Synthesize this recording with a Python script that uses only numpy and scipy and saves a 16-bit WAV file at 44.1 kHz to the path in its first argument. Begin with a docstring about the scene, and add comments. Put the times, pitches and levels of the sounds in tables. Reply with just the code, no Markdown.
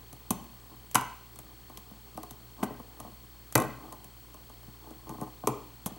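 """A steel pick works the pins of a cylinder lock clamped in a vise on a desk, close to a camera in a small room.
Contacts are shaped noise ticks plus decaying vise and desk modes; random slips drive the same modes as a drag.
When the pick slips off a binding pin it cracks, twangs, rings the lock body and rebounds.
Beneath: sine mains hum, filtered air noise and hiss, and the camera's thin, high line whine, narrow whir and pips."""
import sys
import numpy as np
from scipy import signal
from scipy.fft import rfft, irfft, next_fast_len
from scipy.io import wavfile
from scipy.ndimage import map_coordinates

SR = 44100
rng = np.random.default_rng(int(sys.argv[2]) if len(sys.argv) > 2 else 0)


def unload_wav(signal):
    """Save mono or channel-first audio to the path in sys.argv[1] as 16-bit WAV at rate SR, clipped to [-1, 1]."""
    wavfile.write(
        sys.argv[1],
        SR,
        np.round(np.clip(np.atleast_2d(signal).T, -1, 1) * 32767).astype(np.int16),
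    )


N = 263718

# Mains lines: [f/Hz, level/dB rms]
MAINS_LINES = [(59.2, -58), (118.4, -61)]
# Room air and hiss spectrum, before scaling to the air level: [f/Hz, density/dB per Hz]
AIR_SPECTRUM = [(15, -64), (25, -68), (40, -7), (64, -11), (86, -15), (121, -4), (150, -14.5), (191, -8),
                (264, -15), (404, -11.5), (673, -24), (729, -18.5), (879, -19), (3260, -23.5),
                (15000, -29.5)]
# Camera noise bands: [centre f/Hz, -6 dB width/Hz, level/dB rms]
CAMERA_BANDS = [(4358, 310, -68), (8180, 990, -72.5)]
# Pick meets a pin, or a pin falls back; levels before gains: [t/s, steel tick/dB, knock/dB]
PIN_CONTACTS = [ (0.1289, -43, -49), (0.913, -40.5, -73), (.9462, -22, -32.5), (1.011, -36, -43),
                (1.359, -46, -55), (1.389, -38, -55), (1.697, -52.5, -47.5), (1.7738, -37.5, -50),
                (1.91, -55, -50), (2.1747, -42, -36.5), (2.232, -40, -43), (2.3090, -38.5, -49),
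                (2.704, -69, -41.5), (2.797, -52, -44.5), (3.001, -38, -43.5), (3.047, -55, -46.5),
                (3.525, -36, -68), (3.5562, -19, -23), (3.682, -56, -46), (3.925, -40.5, -45.5),
                (4.044, -43.5, -53.5), (4.343, -48.5, -51), (4.497, -51.5, -52.5), (4.675, -62, -51),
                (4.908, -50.5, -47.5), (5.0931, -41.5, -43), (5.1816, -57, -45.5), (5.2127, -40.5, -36.5),
                (5.435, -62, -37), (5.911, -72, -48.5)]
# Strokes of the pick over the pins, brief or long: [start t/s, end t/s, peak slip level/dB]
PICK_STROKES = [(0.68, 0.766, -58), (2.568, 2.647, -47), (2.922, 3.108, -55), (3.548, 3.664, -31.5),
                (3.735, 3.967, -51), (4.805, 4.932, -56.5), (5.032, 5.176, -46), (5.172, 5.29, -45.5),
                (5.422, 5.445, -40)]
# Lock, vise and desk ringing together; bass, scatter and sustain come on top: [f/Hz, level/dB, base t60/s]
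VISE_MODES = [(125.7, -11, 0.17), (164.5, -1.5, 0.02), (210.6, -3.5, 0.067), (237, -1.5, 0.034),
              (319, -15, 0.13), (416.3, -16, 0.11), (499, -9.5, 0.036), (625, -6, 0.034),
              (736.5, -5, 0.045), (869, 1, 0.027), (1053.6, 4, 0.029), (1195, -0.5, 0.027),
              (1506, -8, 0.033), (1883, -2, 0.017)]
# Steel-on-brass tick colour, before tilt: [f/Hz, level/dB]
STEEL_COLOUR = [(700, -5), (2000, -8), (3500, -5.5), (5000, -9), (6400, -1), (7300, -3.5), (8500, -0.5),
                (9500, -2.5), (11300, 1), (12600, -0.5), (14000, -5.5), (16000, -25)]
# Pick slips off a binding pin, springs free and rebounds; levels before gains:
# [t/s, steel tick/dB, tick t60/s, tick tilt/dB per octave, knock/dB, extra bass/dB, hardness f/Hz,
#  pick ring f/Hz, pick ring/dB, clang f/Hz, clang/dB, first flight/s, rebound tick/dB, rebound knock/dB]
PIN_SNAPS = [ (0.306, -19.5, 0.02, 1.5, -28, -1, 720, 220, -18, 2870, -44.5, 0.0029, -41, -39),
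             (0.954, -13, 0.016, -1.5, -22, 1, 1600, 1020, -13.5, 1430, -25.5, 0.01, -44, -38.5),
             (2.629, -31.5, 0.03, -6.5, -28, -4, 920, 244, -16, 1870, -40.5, 0.0051, -33.5, -38.5),
             (3.5537, -14.5, 0.012, 1.5, -19.5, 10, 1700, 460, -23.5, 1830, -24.5, 0.025, -26, -28),
             (5.4724, -21, 0.015, 1, -23, 0.5, 1270, 415, -15.5, 2380, -43, 0.0087, -54, -35.5),
             (5.8601, -26, 0.034, 2, -36.5, -6, 800, 198, -22, 2200, -60, 0.0066, -36, -47)]
# Lock body and wrench, woken only by hard blows; scatter comes on top: [f/Hz, level/dB, t60/s]
LOCK_MODES = [(1355, 5, 0.037), (1443, 0.5, 0.044), (1547, 5, 0.036), (1902, 3.5, 0.028), (2040, 2, 0.03),
              (2340, -8, 0.074), (2535, -1, 0.039), (2647, -3.5, 0.032), (2930, -10, 0.035), (3070, 7, .02)]
# Room decay: [f/Hz, t60/s]
ROOM_DECAY = [(100, 0.56), (300, 0.45), (1100, 0.5), (2600, 0.58), (5000, 0.55), (12000, 0.41)]
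# Room answer, before the room level: [f/Hz, level/dB]
ROOM_ANSWER = [(100, -10.5), (400, -2.5), (1100, -5), (2600, -5), (5000, -13.5), (12000, -21)]
# Room answer, side relative to mid: [f/Hz, level/dB]
ROOM_SIDE = [(100, 1.5), (300, -36), (1000, -12), (2400, -44), (8000, 5), (13000, -50)]
# Port balance: [f/Hz, left minus right/dB]
PORT_BALANCE = [(60, 8), (120, 4.2), (250, 1.8), (600, 3.3), (1100, -1), (2200, -.4), (4500, .5)]

# A louder tick means a harder contact: hardness at the reference tick, and the dB that double it
HARD_HZ, HARD_TICK_DB, HARD_DOUBLING_DB = 1200, -39, 23
BASS_DB, BASS_SCATTER_DB = -1, 6.5  # contact bass varies with the spot touched
REBOUNDS, REBOUND_SHRINK, REBOUND_LOSS_DB = 3, 0.9, 5  # count, flight ratio, loss per rebound
WHINE_HZ, WHINE_DEPTH = 15734, 0.25
FRAME_HZ, PIP_WIDTH_S = 29.97, 0.002
TOP_HZ = 16300


def amp(db):
    """Decibels to gain."""
    return 10 ** (np.asarray(db) / 20)


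def unit(x):
    """Scale to rms 1."""
    return x / np.sqrt(np.mean(x ** 2) + 1e-20)


def along(points, hz):
    """Interpolate (f/Hz, value) points on a log frequency axis."""
    f, v = np.transpose(points)
    return np.interp(np.log(hz + 1), np.log(f + 1), v)


def filtered(x, response):
    """Multiply the spectrum of x by a response of frequency."""
    n = x.shape[-1]
    m = next_fast_len(n + 8192)  # padded against wrap-around
    spectrum = rfft(x, m) * response(np.fft.rfftfreq(m, 1 / SR))
    return irfft(spectrum, m)[..., :n]


def coloured(x, gain, size=4096):
    """Minimum-phase filter with the given gain over frequency, by folding the cepstrum."""
    gains = np.maximum(gain(np.fft.rfftfreq(size, 1 / SR)), 1e-6)
    cepstrum = irfft(np.log(gains))
    cepstrum[1:size // 2] *= 2
    cepstrum[size // 2 + 1:] = 0
    impulse = irfft(np.exp(rfft(cepstrum)))
    return signal.fftconvolve(x, impulse)[:len(x)]


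def add(track, start_s, sound):
    """Mix a sound into the track at a time."""
    start = max(round(start_s * SR), 0)
    part = track[..., start:start + sound.shape[-1]]
    part += sound[..., :part.shape[-1]]


def ringing(t60_s, hz, strength, t):
    """Sum decaying sine modes; neighbouring modes swing against each other."""
    polarity = (-1) ** np.arange(len(hz))
    decay = amp(-60 * t / t60_s[:, None])
    return (strength * polarity) @ (np.sin(2 * np.pi * hz[:, None] * t) * decay)


def first_10_ms_unit(ring):
    """Scale to rms 1 over the first 10 ms."""
    return ring / np.sqrt(np.mean(ring[:SR // 100] ** 2))


def in_room(x, room_db, build_s=0.002, ports_db=-19, ports_samples=48):
    """A mono sound plus decaying noise as the room's answer; two close ports hear them almost alike."""
    hz, t, z = signal.stft(rng.standard_normal((2, SR // 2)), SR, nperseg=256)
    t60_s = np.maximum(along(ROOM_DECAY, hz), 0.02)[:, None]
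    equal_energy = np.sqrt(2 * np.log(1000) / (t60_s * SR))
    level = amp(room_db + along(ROOM_ANSWER, hz))[:, None]
    fade = amp(-60 * t / t60_s) * equal_energy * level
    z[1] *= amp(along(ROOM_SIDE, hz))[:, None]
    tail = signal.istft(z * fade, SR, nperseg=256)[1]
    tail = tail * (1 - np.exp(-np.arange(tail.shape[1]) / SR / build_s))
    # the two ports hear each hit slightly differently
    tail[1, :ports_samples] += amp(ports_db) * rng.standard_normal(ports_samples) / np.sqrt(ports_samples)
    mid, side = signal.fftconvolve(x[None], tail, axes=1)[:, :len(x)]
    return x + mid + np.array([side, -side])


def background(air_db=-57.5, side_db=-11, side_hz=1200):
    """Room air with microphone hiss as shaped noise, and mains hum as steady sines."""
    t = np.arange(N) / SR
    mid, side = unit(filtered(rng.standard_normal((2, N)), lambda hz: amp(along(AIR_SPECTRUM, hz))))
    side = amp(side_db) * filtered(side, lambda hz: 1 / np.hypot(1, hz / side_hz))
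    hum = np.zeros(N)
    for hz, db in MAINS_LINES:
        hum += amp(db) * np.sqrt(2) * np.sin(2 * np.pi * (hz * t + rng.random()))
    return amp(air_db) * np.array([mid + side, mid - side]) + hum


def camera(whine_db=-57, pulse_hz=11.5, unsteady_cycles=0.3, pip_db=-60.0, pip_hz=3200,
           pip_spread_hz=55, first_pip_s=0.0333):
    """The camera's thin, high line whine, its narrow whir and one tiny pip for each picture."""
    t = np.arange(N) / SR
    drift = map_coordinates(rng.standard_normal(SR // 20), [t * pulse_hz / 2])
    pulse = np.sin(2 * np.pi * (pulse_hz * t + unsteady_cycles * drift))  # the whine's level rises and falls
    whine = amp(whine_db) * (1 + WHINE_DEPTH * pulse) * np.sqrt(2) * np.sin(2 * np.pi * WHINE_HZ * t)

    whir = np.zeros(N)
    for hz, width_hz, db in CAMERA_BANDS:
        band = filtered(rng.standard_normal(N), lambda f: 1 / (1 + (2 * (f - hz) / width_hz) ** 2))
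        whir += amp(db) * unit(band)

    picture, part = np.divmod((t - first_pip_s) * FRAME_HZ + 0.5, 1)
    since_s = (part - 0.5) / FRAME_HZ  # from the middle of the nearest pip
    pitch_hz = (pip_hz + pip_spread_hz * rng.standard_normal(N))[picture.astype(int)]
    pips = np.exp(-(since_s / PIP_WIDTH_S) ** 2) * np.sqrt(2) * np.sin(2 * np.pi * pitch_hz * since_s)
    return whine + whir + amp(pip_db) * pips


def knock(bass_db, hard_hz, attack_s=0.0057, sustain=0.62, scatter_db=3.0, bass_hz=330):
    """The vise's modes after one blow; a soft contact weakens the high ones."""
    t = np.arange(SR // 4) / SR
    hz, db, t60_s = np.transpose(VISE_MODES)
    bass = bass_db / (1 + (hz / bass_hz) ** 4)
    db = db + scatter_db * rng.standard_normal(len(hz)) + bass
    strength = amp(db) / np.hypot(1, (hz / hard_hz) ** 2)
    ring = ringing(sustain * t60_s, hz, strength, t)
    ring = ring * (1 - np.exp(-(t / attack_s) ** 2))  # the heavy vise takes a moment to get going
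    return first_10_ms_unit(ring)


def tick(t60_s=0.042, tilt_db_per_octave=0, crack_db=5, crack_t60_s=0.00099,
         rattle_db=-18, rattle_t60_s=0.11, attack_s=0.000093):
    """Steel meets brass: a sharp crack, dense short-lived modes, a brief rattle of pins and springs, all as noise."""
    t = np.arange(SR // 8) / SR
    crack = amp(crack_db - 60 * t / crack_t60_s)
    modes = amp(-60 * t / t60_s)
    rattle = amp(rattle_db - 60 * t / rattle_t60_s)
    envelope = (crack + modes + rattle) * (1 - np.exp(-t / attack_s))

    def colour(hz):
        """Steel spectrum, tilted above 1 kHz."""
        return amp(along(STEEL_COLOUR, hz) + tilt_db_per_octave * np.log2(np.maximum(hz, 1000)))

    snap = coloured(envelope * rng.standard_normal(len(t)), colour)
    return snap / np.sqrt(np.sum(snap ** 2) / (SR / 1000))  # energy of 1 ms at rms 1


def drags(slips_per_s=420, resting_db=-64, grit_db=-20, hard_hz=1000, bass_db=-2, room_db=-5,
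          slide_db=-17, lead_s=0.012, trail_s=0.038):
    """Tiny uneven slips shake the same modes: in strokes, in a slide around each contact, and faintly at rest."""
    t = np.arange(N) / SR
    pressure = np.full(N, amp(resting_db))
    slides = [(s - lead_s, s + trail_s, knock_db + slide_db) for s, _, knock_db in PIN_CONTACTS]
    for start_s, end_s, db in list(PICK_STROKES) + slides:
        during = (t > start_s) & (t < end_s)
        pressure[during] += amp(db) * np.sin(np.pi * (t[during] - start_s) / (end_s - start_s))
    slips = (rng.random(N) < slips_per_s / SR) * rng.standard_normal(N)
    slips = unit(slips) * pressure
    body, grit = knock(bass_db, hard_hz), tick()
    answer = body / np.linalg.norm(body)
    add(answer, 0, amp(grit_db) * grit / np.linalg.norm(grit))
    return in_room(signal.fftconvolve(slips, answer)[:N], room_db)


def touch(tick_db, knock_db, tick_gain_db=3.0, knock_gain_db=0.0, tick_t60_s=0.012, lag_s=0.00056):
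    """One light contact: it ticks in the lock and nudges the vise into a round knock."""
    hard_hz = HARD_HZ * 2 ** ((tick_db - HARD_TICK_DB) / HARD_DOUBLING_DB)
    bass_db = BASS_DB + BASS_SCATTER_DB * rng.standard_normal()
    hit = np.zeros(SR // 2)
    add(hit, 0, amp(tick_db + tick_gain_db) * tick(tick_t60_s))
    add(hit, lag_s, amp(knock_db + knock_gain_db) * knock(bass_db, hard_hz, attack_s=0.004, sustain=1.09))
    return hit


def probing(count=16, tick_db=-60, knock_db=-59, scatter_db=4.5, room_db=-4):
    """The pick keeps feeling for the pins: faint touches at loosely even intervals."""
    out = np.zeros(N)
    times_s = (np.arange(count) + rng.random(count)) * N / SR / count
    forces_db = scatter_db * rng.standard_normal(count)
    for s, force_db in zip(times_s, forces_db):
        add(out, s, touch(tick_db + force_db, knock_db + force_db))
    return in_room(out, room_db)


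def contacts(room_db=-4):
    """The clear contacts of pick and pins, each a tick and a knock."""
    out = np.zeros((2, N))
    for s, tick_db, knock_db in PIN_CONTACTS:
        add(out, s, in_room(touch(tick_db, knock_db), room_db))
    return out


def clang(centre_hz, octaves=0.7, attack_s=0.00098, scatter_db=1):
    """The lock body rings; the spot that is struck favours the modes around one pitch."""
    t = np.arange(SR // 6) / SR
    hz, db, t60_s = np.transpose(LOCK_MODES)
    favour = 1 / (1 + (np.log2(hz / centre_hz) / octaves) ** 2)
    strength = amp(db + scatter_db * rng.standard_normal(len(hz))) * favour
    ring = ringing(t60_s, hz, strength, t) * (1 - np.exp(-t / attack_s))
    return first_10_ms_unit(ring)


def twang(hz, t60_s=0.03, attack_s=0.0029):
    """The pick's own bending mode, damped by the fingers; its pitch depends on the free length."""
    t = np.arange(SR // 4) / SR
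    return 2 * np.sin(2 * np.pi * hz * t) * amp(-60 * t / t60_s) * (1 - np.exp(-t / attack_s))


def rebounds(flight_s, tick_db, knock_db):
    """The freed pick bounces on the pins, each time sooner and weaker."""
    out = np.zeros(SR // 2)
    landings_s = np.cumsum(flight_s * REBOUND_SHRINK ** np.arange(REBOUNDS))
    for k, s in enumerate(landings_s):
        loss_db = k * REBOUND_LOSS_DB
        add(out, s, touch(tick_db - loss_db, knock_db - loss_db))
    return out


def snaps(tick_gain_db=2, knock_gain_db=-1.5, clang_gain_db=1, lag_s=0.0008, room_db=0, rebound_room_db=-4):
    """A freed pick cracks against the next pin, twangs, jolts lock and vise, and rebounds."""
    out = np.zeros((2, N))
    for (s, tick_db, tick_t60_s, tilt_db_per_octave, knock_db, bass_db, hard_hz,
         pick_hz, pick_db, clang_hz, clang_db, *bounce) in PIN_SNAPS:
        hit = np.zeros(SR // 2)
        add(hit, 0, amp(tick_db + tick_gain_db) * tick(tick_t60_s, tilt_db_per_octave))
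        add(hit, 0, amp(clang_db + clang_gain_db) * clang(clang_hz))
        jolt = knock(bass_db, hard_hz, attack_s=0.0014, sustain=0.74)
        add(hit, lag_s, amp(knock_db + knock_gain_db) * jolt)
        add(hit, lag_s, amp(pick_db) * twang(pick_hz))
        add(out, s, in_room(hit, room_db) + in_room(rebounds(*bounce), rebound_room_db))
    return out


def scene(low_cut_hz=70):
    """The lock work, with its deep bass cut, over the quiet room."""
    work = drags() + probing() + contacts() + snaps()
    low_cut = signal.butter(2, low_cut_hz, "highpass", fs=SR, output="sos")
    return background() + camera() + signal.sosfilt(low_cut, work)


def record(dry):
    """Tilt the two ports' balance over frequency, the left one bassier; keep nothing above the band limit."""
    def balance(hz):
        """Half the difference up on the left, half down on the right."""
        lean_db = along(PORT_BALANCE, hz)
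        return amp(np.array([lean_db, -lean_db]) / 2)

    leaning = filtered(dry, balance)
    return filtered(leaning, lambda hz: hz < TOP_HZ)


dry = scene()
out = record(dry)
unload_wav(out)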